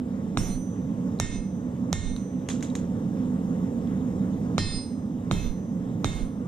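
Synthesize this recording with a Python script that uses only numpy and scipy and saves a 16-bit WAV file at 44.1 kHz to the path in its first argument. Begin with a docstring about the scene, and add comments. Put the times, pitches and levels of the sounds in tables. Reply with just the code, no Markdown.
"""A gas forge roars and hisses beside an anvil while a hand hammer strikes hot steel six times, with three
light taps between. Each blow is a short thud with a crack, a ringing anvil, a shop echo and a low rumble;
faint ticks come too. Flame, jet and echo are shaped noise, struck steel is dying sine waves.
A small camera with two ports ducks hard at each blow, so ring and echo seem to hang before they die;
a slower stage of its limiter lets the forge swell in the pauses."""
import sys
import numpy as np
from scipy import signal
from scipy.io import wavfile
from scipy.ndimage import uniform_filter1d

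SR = 44100
rng = np.random.default_rng(int(sys.argv[2]) if len(sys.argv) > 2 else 0)


def pcm_store(signal):
    """Save signal as 16-bit PCM."""
    levels = np.round(np.clip(np.atleast_2d(signal), -1, 1) * 32767)
    wavfile.write(sys.argv[1], SR, levels.astype(np.int16).T)


def makeup_ratio(level_db):
    """Linear amplitude ratio for a level in decibels (20 dB per factor of ten)."""
    decades = np.asarray(level_db, float) / 20
    return 10 ** decades


N = 285327  # length in samples

# The hammer blows. Each row: start in seconds, then the levels in dB of thud, snap, ring and rumble.
BLOWS = [(0.3728, 11.5, -16, -35.5, -33.5), (1.1994, 10, 6, -24.5, -35.5), (1.9285, 10, 5.5, -29.5, -32.5),
         (4.5808, 15.5, -1, -21.5, -35), (5.3121, 13.5, -14, -24, -31), (6.0445, 13.5, -4, -18, -32)]
# How the forge leans to one side. Each row: pitch in Hz, left level over right in dB.
FORGE_LEAN = [(60, -1), (130, -1.5), (290, -5.5), (640, -6.5), (1410, 5), (3100, 3.5), (6820, -1.5),
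              (15000, 4.5)]


def read(points, hz):
    """Reads a curve of (Hz, value) points, with straight lines between them on a log-frequency axis."""
    f, value = np.transpose(points)
    return np.interp(np.log(hz + 1), np.log(f + 1), value)


def add(mix, s, sound):
    """Mixes a two-channel sound in at s seconds, cut off where the mix ends."""
    part = mix[:, round(s * SR):][:, :sound.shape[1]]
    part += sound[:, :part.shape[1]]


def sides(lean_db):
    """Left and right gains for a left-over-right level difference."""
    return makeup_ratio(np.array([lean_db / 2, -lean_db / 2]))


def noise(field_db, lean, count, size):
    """Noise from random short-time spectra of level field_db(hz, t); the two ports' mean starts at rms 1."""
    # How alike the ports hear a sound. Each row: pitch in Hz, likeness from 0 to 1.
    likeness = [(30, .75), (100, .96), (200, .995), (400, .98), (700, .85), (1500, .9), (4000, .7),
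                (9000, .65), (15000, .7)]
    # How far the left port runs ahead. Each row: pitch in Hz, phase lead in radians.
    left_lead = [(30, 0.01), (340, 0.13), (1210, 1.9), (2150, 1.64), (2840, .1), (4390, 0.2), (6370, 2.47),
                 (8700, 2), (11100, 17), (12100, 9.5), (15300, 6.2)]
    hop = size // 4
    frames = count // hop + 5
    hz = np.fft.rfftfreq(size, 1 / SR)[:, None]
    a, b, c, d = rng.standard_normal((frames, len(hz), 4)).T
    shared, own = a + 1j * b, c + 1j * d
    same, lead = np.clip(read(likeness, hz), 0, 1), read(left_lead, hz)
    left, right = sides(read(lean, hz))
    mean = np.sqrt(left ** 2 + right ** 2 + 2 * left * right * same * np.cos(lead)) / 2
    at_left = left * np.exp(1j * lead) * shared
    at_right = right * (same * shared + np.sqrt(1 - same ** 2) * own)
    field = makeup_ratio(field_db(hz, np.arange(frames) * hop / SR))
    spectra = np.array([at_left, at_right]) * field / mean / np.linalg.norm(field[:, 0])
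    return signal.istft(spectra, nperseg=size, noverlap=size - hop)[1][:, :count]


def flame():
    """The flame is low noise; the forge box makes it boom at a few pitches."""
    # Flame noise. Each row: pitch in Hz, relative level in dB per Hz.
    roar = [(12, -61), (20, -12.5), (43, -27), (91, -3.5), (129, -3.5), (244, 2.5), (325, -9.5), (352, -16),
            (524, -16.5), (624, -24), (900, -28), (1170, -77), (1980, -120)]
    # Booming pitches of the forge box. Each row: pitch in Hz, width in Hz, relative level in dB.
    chamber = [(186, 12.3, 5), (250.6, 12.6, 2.5), (471, 109, -16.5)]

    def roar_db(hz, t):
        boom = sum(makeup_ratio(2 * db) / (1 + (2 * (hz - f) / width) ** 4) for f, width, db in chamber)
        return 10 * np.log10(makeup_ratio(2 * (read(roar, hz) - 2.5)) + boom) + 0 * t  # 0 * t: steady in time
    return makeup_ratio(-25) * noise(roar_db, FORGE_LEAN, count=N, size=4096)


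def jet():
    """The gas jet hisses and sputters: patches of the noise rise and fall over time and pitch."""
    # Jet noise. Each row: pitch in Hz, relative level in dB per Hz.
    hiss = [(530, -51.5), (900, -11), (967, -6), (1090, -7), (1560, -17), (1890, -17), (2370, -23.5),
            (3770, -22.5), (4200, -32.5), (5260, -26.5), (7710, -27), (10500, -38), (13500, -30.5),
            (15600, -79)]
    patchy_db = 1.5

    def hiss_db(hz, t):
        patches = rng.standard_normal((len(t), len(hz))).T
        patches = uniform_filter1d(patches, size=24, axis=0)
        patches = uniform_filter1d(patches, size=12, axis=1)
        patches[:, 0] = 0  # a plain first frame sets the level
        return read(hiss, hz) + patchy_db * patches / patches.std()
    return makeup_ratio(-54) * noise(hiss_db, FORGE_LEAN, count=N, size=1024)


def dying(hz, t60, t):
    """A struck tone: a sine wave that falls by 60 dB in t60 seconds."""
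    return makeup_ratio(-60 * t / t60) * np.sin(2 * np.pi * hz * t)


def thud(db):
    """Soft steel gives way under the blow: a few very short tones that build up within a millisecond."""
    # Tones of the thud. Each row: pitch in Hz, time to fall by 60 dB in seconds, relative level in dB.
    tones = [(753, 0.0022, 7.5), (1198, 0.006, -4.5), (2215, 0.0027, 0), (3700, 0.0048, -4)]
    t = np.arange(SR // 2) / SR
    push = sum(makeup_ratio(tone_db) * dying(hz, t60, t) for hz, t60, tone_db in tones) * (1 - np.exp(-t / 0.00051))
    # a high-pass keeps the thud free of bass
    push = signal.sosfilt(signal.butter(3, 480, "high", fs=SR, output="sos"), push)
    late = np.roll(push, shift=4)  # the right port hears it four samples later
    return makeup_ratio(db) * sides(-5.0)[:, None] * np.array([push, late])


def stand(thud_db):
    """The stand under the anvil hums: one low tone with a soft start."""
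    hz, t60, db = 101, 0.41, -27  # Hz, seconds, dB against the thud
    t = np.arange(SR // 2) / SR
    hum = dying(hz, t60, t) * (1 - np.exp(-t / 0.0099))
    return -makeup_ratio(thud_db + db) * sides(-1.0)[:, None] * hum


def crack(db):
    """The hammer face meets the steel: a burst of about three cycles with grit, that stops short."""
    hz, peak_s, width_s, grit_share = 6200, 0.00058, 0.00028, 0.44
    t = np.arange(SR // 200) / SR
    band = signal.butter(2, [2500, 12000], "band", fs=SR, output="sos")
    grit = signal.sosfilt(band, rng.standard_normal((2, len(t))))
    burst = np.exp(-((t - peak_s) / width_s) ** 2)
    return makeup_ratio(db) * sides(-5.5)[:, None] * burst * (np.sin(2 * np.pi * hz * t) + grit_share * grit)


def snap(db, hz, grit):
    """A sharp contact: a few fast cycles, a second note at a set ratio to them, and grit."""
    t60, grit_t60 = 0.0055, 0.0083  # seconds
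    second_ratio, second_db = 0.29, -1
    t = np.arange(SR // 20) / SR
    band = signal.butter(2, [1100, 9500], "band", fs=SR, output="sos")
    rough = signal.sosfilt(band, rng.standard_normal((2, len(t))))
    notes = dying(hz, t60, t) + makeup_ratio(second_db) * dying(second_ratio * hz, t60, t)
    gritty = notes + grit * makeup_ratio(-60 * t / grit_t60) * rough
    return makeup_ratio(db) * gritty * (1 - np.exp(-(t / 0.000062) ** 2))


def echo(db, tilt_db):
    """The shop answers a hit with noise that dies band by band; tilt_db brightens or dulls it."""
    # Colour of the echo. Each row: pitch in Hz, relative level in dB per Hz.
    colour = [(40, -27.5), (70, 11.5), (190, 11.5), (500, -1.5), (1100, -6), (1500, -8), (2200, -10),
              (3600, -6.5), (4650, -14), (6750, -2.5), (9000, -11.5), (12400, -26), (15600, -66)]
    # How long the echo lasts. Each row: pitch in Hz, time to fall by 60 dB in seconds.
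    echo_t60 = [(100, 0.38), (500, 0.46), (1500, 0.38), (4000, 0.39), (8000, 0.31), (9400, 0.21),
                (14000, 0.17)]
    # How the echo leans to one side. Each row: pitch in Hz, left level over right in dB.
    echo_lean = [(60, -7.5), (180, -2.5), (550, -10.5), (1650, 0.5), (4970, -4.5), (15000, 2)]

    def echo_db(hz, t):
        return read(colour, hz) + tilt_db * np.log2(1 + hz / 2000) - 60 * t / read(echo_t60, hz)
    count = SR // 2
    tail = noise(echo_db, echo_lean, count=count, size=1024)
    return makeup_ratio(db) * tail * (1 - np.exp(-np.arange(count) / SR / 0.00014))


def blow(thud_db, snap_db):
    """A hammer blow: echo, thud, stand and crack, then the hammer face touches a second time."""
    rebound_s = 0.0013
    # a blow with more snap for its thud has a brighter echo
    out = echo(thud_db - 23, tilt_db=0.2 * (snap_db - thud_db))
    out += thud(thud_db) + stand(thud_db)
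    add(out, 0, crack(snap_db))
    add(out, rebound_s, snap(snap_db - 8, 6500, grit=0.99))
    add(out, rebound_s, snap(snap_db - 7, 3630, grit=0.3))
    return out


def ring(s, db, struck_db, grip, depth):
    """The anvil's own tones, set ringing by the blow; late returns from the walls make them swell or dip."""
    # The anvil's tones: one pitch in Hz each.
    anvil_hz = [1832, 2103, 2147, 2590, 3176, 3470, 3601, 3664, 4112, 4424, 4884, 5041, 5310, 5554, 6058,
                6480, 6893, 8341, 8702, 10152, 10541, 11988, 13849, 15298]
    # One row per tone: free time to fall by 60 dB in seconds, left level over right in dB,
    # swell as the share that the walls add (or cancel, if negative).
    ringing = [(0.3, -2, 0.18), (0.42, 8, 0.3), (0.4, -1, 0.32), (0.41, 2, 0.57), (0.3, 1, -0.13),
               (0.37, -4, 0.051), (0.45, -1, 0.74), (0.34, -3, -0.25), (0.42, -1, 0.6), (0.41, 3, 0.73),
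               (0.23, 5, 0.3), (0.49, -7, 0.9), (0.2, -9, 0.25), (0.29, -8, -0.35), (1.0, -13, 0.43),
               (0.25, -16, 0.3), (0.36, -7, -0.017), (0.16, 11, 0.13), (0.58, -5, 0.76), (0.65, -5, 0.69),
               (0.25, -11, 0.3), (0.37, 4, 0.3), (0.52, -6, 0.3), (0.67, -4, 0.6)]
    # Single tones that well up or sink for a moment. Each row: moment in seconds from the start of
    # the scene, pitch in Hz, rise in dB, half width in seconds.
    swells = [(.45, 6058, 5, .04), (.53, 4112, 14, .05), (.55, 4424, 12, .05), (1.23, 3664, 6, .03),
              (1.37, 2103, 6, .05), (1.36, 6058, 7, .04), (1.42, 6058, -7, .025), (1.36, 3664, 6, .04),
              (1.95, 6058, -6, .025), (1.95, 8702, -7, .03), (1.97, 2147, 4, .04), (2.12, 3664, 5, .06),
              (4.6, 5041, -4, .03), (4.6, 8702, -6, .03), (4.7, 3601, 11, .07), (4.79, 5041, 6, .07),
              (4.8, 8702, 7, .09), (4.65, 2590, 5, .04), (5.35, 3664, 5, .03), (5.4, 2590, 9, .04),
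              (5.43, 6058, 7, .045), (5.47, 3601, 8, .05), (6.12, 2590, 7, .04)]
    flutter_hz, flutter_rise_s, flutter_calm_s = 42.1, 0.04, 0.35
    t = np.arange(4 * SR // 5) / SR
    slow = t[::10]  # slow changes are worked out at every tenth sample
    t60, lean, swell = np.transpose(ringing)[:, :, None]
    hz = np.array(anvil_hz)[:, None]
    start, port, late = rng.random((len(hz), 3, 1)).transpose(1, 0, 2)
    turn, beat = rng.random((len(hz), 2, 3, 1)).transpose(1, 2, 0, 3)
    walls = (swell + 0.5j * (late - 0.5)) * (1 - np.exp(-slow / 0.17))
    late_db = 0
    for peak, f, rise_db, width in swells:
        chosen = abs(hz / f - 1) < 0.01
        late_db = late_db + rise_db * chosen * np.exp(-((s + slow - peak) / width) ** 2)
    # three close side tones make each tone flutter; the flutter builds up and settles
    flutter = depth * np.exp(2j * np.pi * (turn + flutter_hz * (beat - 0.5) * slow)).sum(0)
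    flutter *= (1 - np.exp(-slow / flutter_rise_s)) * np.exp(-slow / flutter_calm_s)
    at_left = np.exp(1.6j * (port - 0.5)) * (1 + walls + flutter)
    at_right = 1 + walls - 1j * flutter
    ports = sides(lean) * np.array([at_left, at_right])
    ports *= makeup_ratio(db + np.array(struck_db)[:, None] + late_db - 60 * slow / (grip * t60))
    tones = np.repeat(ports, 10, axis=2) * np.exp(2j * np.pi * (hz * t + start))
    return tones.real.sum(1) * (1 - np.exp(-t / 0.0052))


def rumble(db):
    """Lumpy low noise, mostly in the right port, that follows a blow, holds and then stops."""
    top_hz, length_s, lean_db = 36, 0.225, -14
    t = np.arange(SR // 2) / SR

    def low_db(hz, t):
        return -10 * np.log10(1 + (hz / top_hz) ** 4 + (14 / (hz + 1)) ** 4) + 0 * t
    low = noise(low_db, [(1, lean_db), (2, lean_db)], count=len(t), size=4096)
    low = low / low[:, :round(length_s * SR)].mean(0).std()
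    rise = 1 - np.exp(-(t / 0.022) ** 2)
    return makeup_ratio(db) * low * rise / (1 + np.exp((t - length_s) / 0.012))


def tick(db, hz, t60):
    """One short, high, dying note with a grain of grit, and its echo."""
    t = np.arange(SR // 2) / SR
    note = makeup_ratio(db) * dying(hz, t60, t) * (1 - np.exp(-t / 0.0016))
    out = note + echo(db - 15.5, tilt_db=-3.5)
    add(out, 0, snap(db - 3.5, hz, grit=0.6))
    return out


def chatter(db, hz):
    """The loose bar chatters after a tap: random tiny knocks that die away, each a short note."""
    knocks_per_s, chatter_t60, knock_t60 = 350, 0.17, 0.0032
    t, grain = np.arange(SR // 5) / SR, np.arange(SR // 50) / SR
    chance, size = rng.random((len(t), 2)).T
    knocks = (chance < knocks_per_s / SR) * (2 * size - 1) * makeup_ratio(db - 60 * t / chatter_t60)
    return sides(-7.0)[:, None] * signal.oaconvolve(knocks, dying(hz, knock_t60, grain))


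def tap(snap_db, hz, clack_db, clack_hz, echo_db):
    """A light tap of steel on steel: a snap, then a clack, with chatter and echo."""
    grit = 0.24
    out = echo(echo_db, tilt_db=-0.5)
    add(out, 0, chatter(snap_db - 1, hz))
    add(out, 0, chatter(snap_db - 5, 3650))
    add(out, 0, snap(snap_db, hz, grit))
    add(out, 0.0015, snap(clack_db, clack_hz, grit))
    return out


def scene():
    """Lays blows, ringing, taps and ticks over the steady forge."""
    # How strongly each blow sets each anvil tone ringing, by where it lands.
    # Each row: one blow, with a level in dB for every tone of the anvil.
    struck = [(-3, -3, 1, -3, -11, -16, -8, 1, -5, -8, -25, -6, 10, 13, 1, -41, 7, 14, 4, -3, 7, -10, 0, -44),
              (5, -13, 2, -4, -9, -19, -24, 0, -8, -25, -44, -13, -4, 0, -19, -14, -21, -12, -13, -35, -10, -38, -36, -38),
              (7, -15, 2, -18, -5, -19, -29, 8, -1, -28, -42, -20, -33, 2, -11, -12, -45, -38, -7, -33, -12, -41, -26, -36),
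              (8, -2, -3, -2, 6, -4, -6, 2, 10, 0, 6, 5, 9, 0, -21, -40, -43, -18, -2, -35, -9, -45, -33, -20),
              (-9, -10, -4, -7, 1, -9, -10, -1, -2, -17, -45, -15, -10, -6, -18, -40, -8, -5, -17, -25, -4, -24, -13, -44),
              (-8, -22, -2, -17, -10, -31, -20, 3, -11, -17, -30, -22, -21, -35, -31, -45, -23, -8, -18, -26, -32, -38, -21, -45)]
    # How freely the anvil rings. Each row: one blow, with share of the free decay time, flutter depth.
    grips = [(0.87, 0.45), (0.99, 0.45), (1.11, 0.35), (0.94, 0.35), (0.87, 0.45), (0.84, 0.45)]
    # Light taps; the first two rows almost coincide. Each row: start in seconds, snap level in dB,
    # snap pitch in Hz, clack level in dB, clack pitch in Hz, echo level in dB.
    taps = [(2.4877, -21, 6430, -22, 2780, -32), (2.5015, -23.5, 6400, -40, 3500, -42),
            (2.6263, -24, 6630, -31, 2700, -38.5), (2.7526, -24.5, 6770, -26, 3780, -40.5)]
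    # The first row is a faint smear just before the second blow; the others are ticks of loose steel.
    # Each row: start in seconds, level in dB, pitch in Hz, time to fall by 60 dB in seconds.
    ticks = [(1.189, -37, 3980, 0.01), (2.1639, -24.5, 3900, 0.0076), (2.5042, -29.5, 3450, 0.024),
             (2.507, -38, 6700, .015), (2.5146, -32, 3900, 0.014), (2.608, -36, 3700, 0.0087),
             (2.6095, -38, 6760, .01), (2.6276, -29.5, 6200, .008), (2.6355, -35.5, 6840, .025),
             (2.637, -49, 3860, 0.045), (2.666, -48, 3840, 0.031), (2.701, -38, 3840, 0.022),
             (3.873, -44.5, 3380, 0.0075)]
    mix = flame() + jet()
    for (s, thud_db, snap_db, ring_db, _), struck_db, grip in zip(BLOWS, struck, grips):
        add(mix, s, blow(thud_db, snap_db))
        add(mix, s, ring(s, ring_db, struck_db, *grip))
    for s, *row in taps:
        add(mix, s, tap(*row))
    for s, *row in ticks:
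        add(mix, s, tick(*row))
    return mix


def limiter(sound):
    """Ducks at once when the treble is loud and recovers steadily; a slower stage follows and creeps back."""
    split_hz, ceiling_db, release_db_per_s = 330, -17.5, 110
    bass_share = 0.42  # the bass ducks by this share only
    # the slow stage takes a share of the excess, follows late, creeps back and starts turned down
    slow_share, slow_s, slow_lag_s, start_db = 0.41, 0.53, 0.025, 3.5
    bass = signal.sosfiltfilt(signal.butter(2, split_hz, fs=SR, output="sos"), sound)
    treble = sound - bass
    power_db = 10 * np.log10(abs(uniform_filter1d((treble ** 2).mean(0), size=88)) + 1e-12)
    fall = np.arange(N) * release_db_per_s / SR
    held_db = np.maximum.accumulate(power_db + fall) - fall  # jumps up at once, falls steadily
    over_db = uniform_filter1d(np.maximum(held_db - ceiling_db, 0), size=20)
    creep = np.arange(N) / SR / slow_s
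    held = np.maximum.accumulate(np.log(np.maximum(slow_share * over_db, 1e-9)) + creep)
    slow_db = np.exp(np.maximum(held, np.log(start_db)) - creep)
    keep = np.exp(-1 / (slow_lag_s * SR))
    slow_db = signal.lfilter([1 - keep], [1, -keep], slow_db, zi=[keep * start_db])[0]
    return (treble / makeup_ratio(over_db) + bass / makeup_ratio(bass_share * over_db)) / makeup_ratio(slow_db)


def top_cut(x):
    """Nothing passes above the cut-off."""
    return signal.sosfilt(signal.butter(12, 15740, fs=SR, output="sos"), x)


def record(dry):
    """The camera's ports dull the top and its limiter ducks the sound; the rumble joins after the limiter."""
    dulled = signal.sosfilt(signal.butter(2, 13500, fs=SR, output="sos"), dry)
    mix = limiter(dulled)
    for s, *_, rumble_db in BLOWS:
        add(mix, s, rumble(rumble_db))
    return top_cut(mix)


dry = scene()
out = record(dry)
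pcm_store(out)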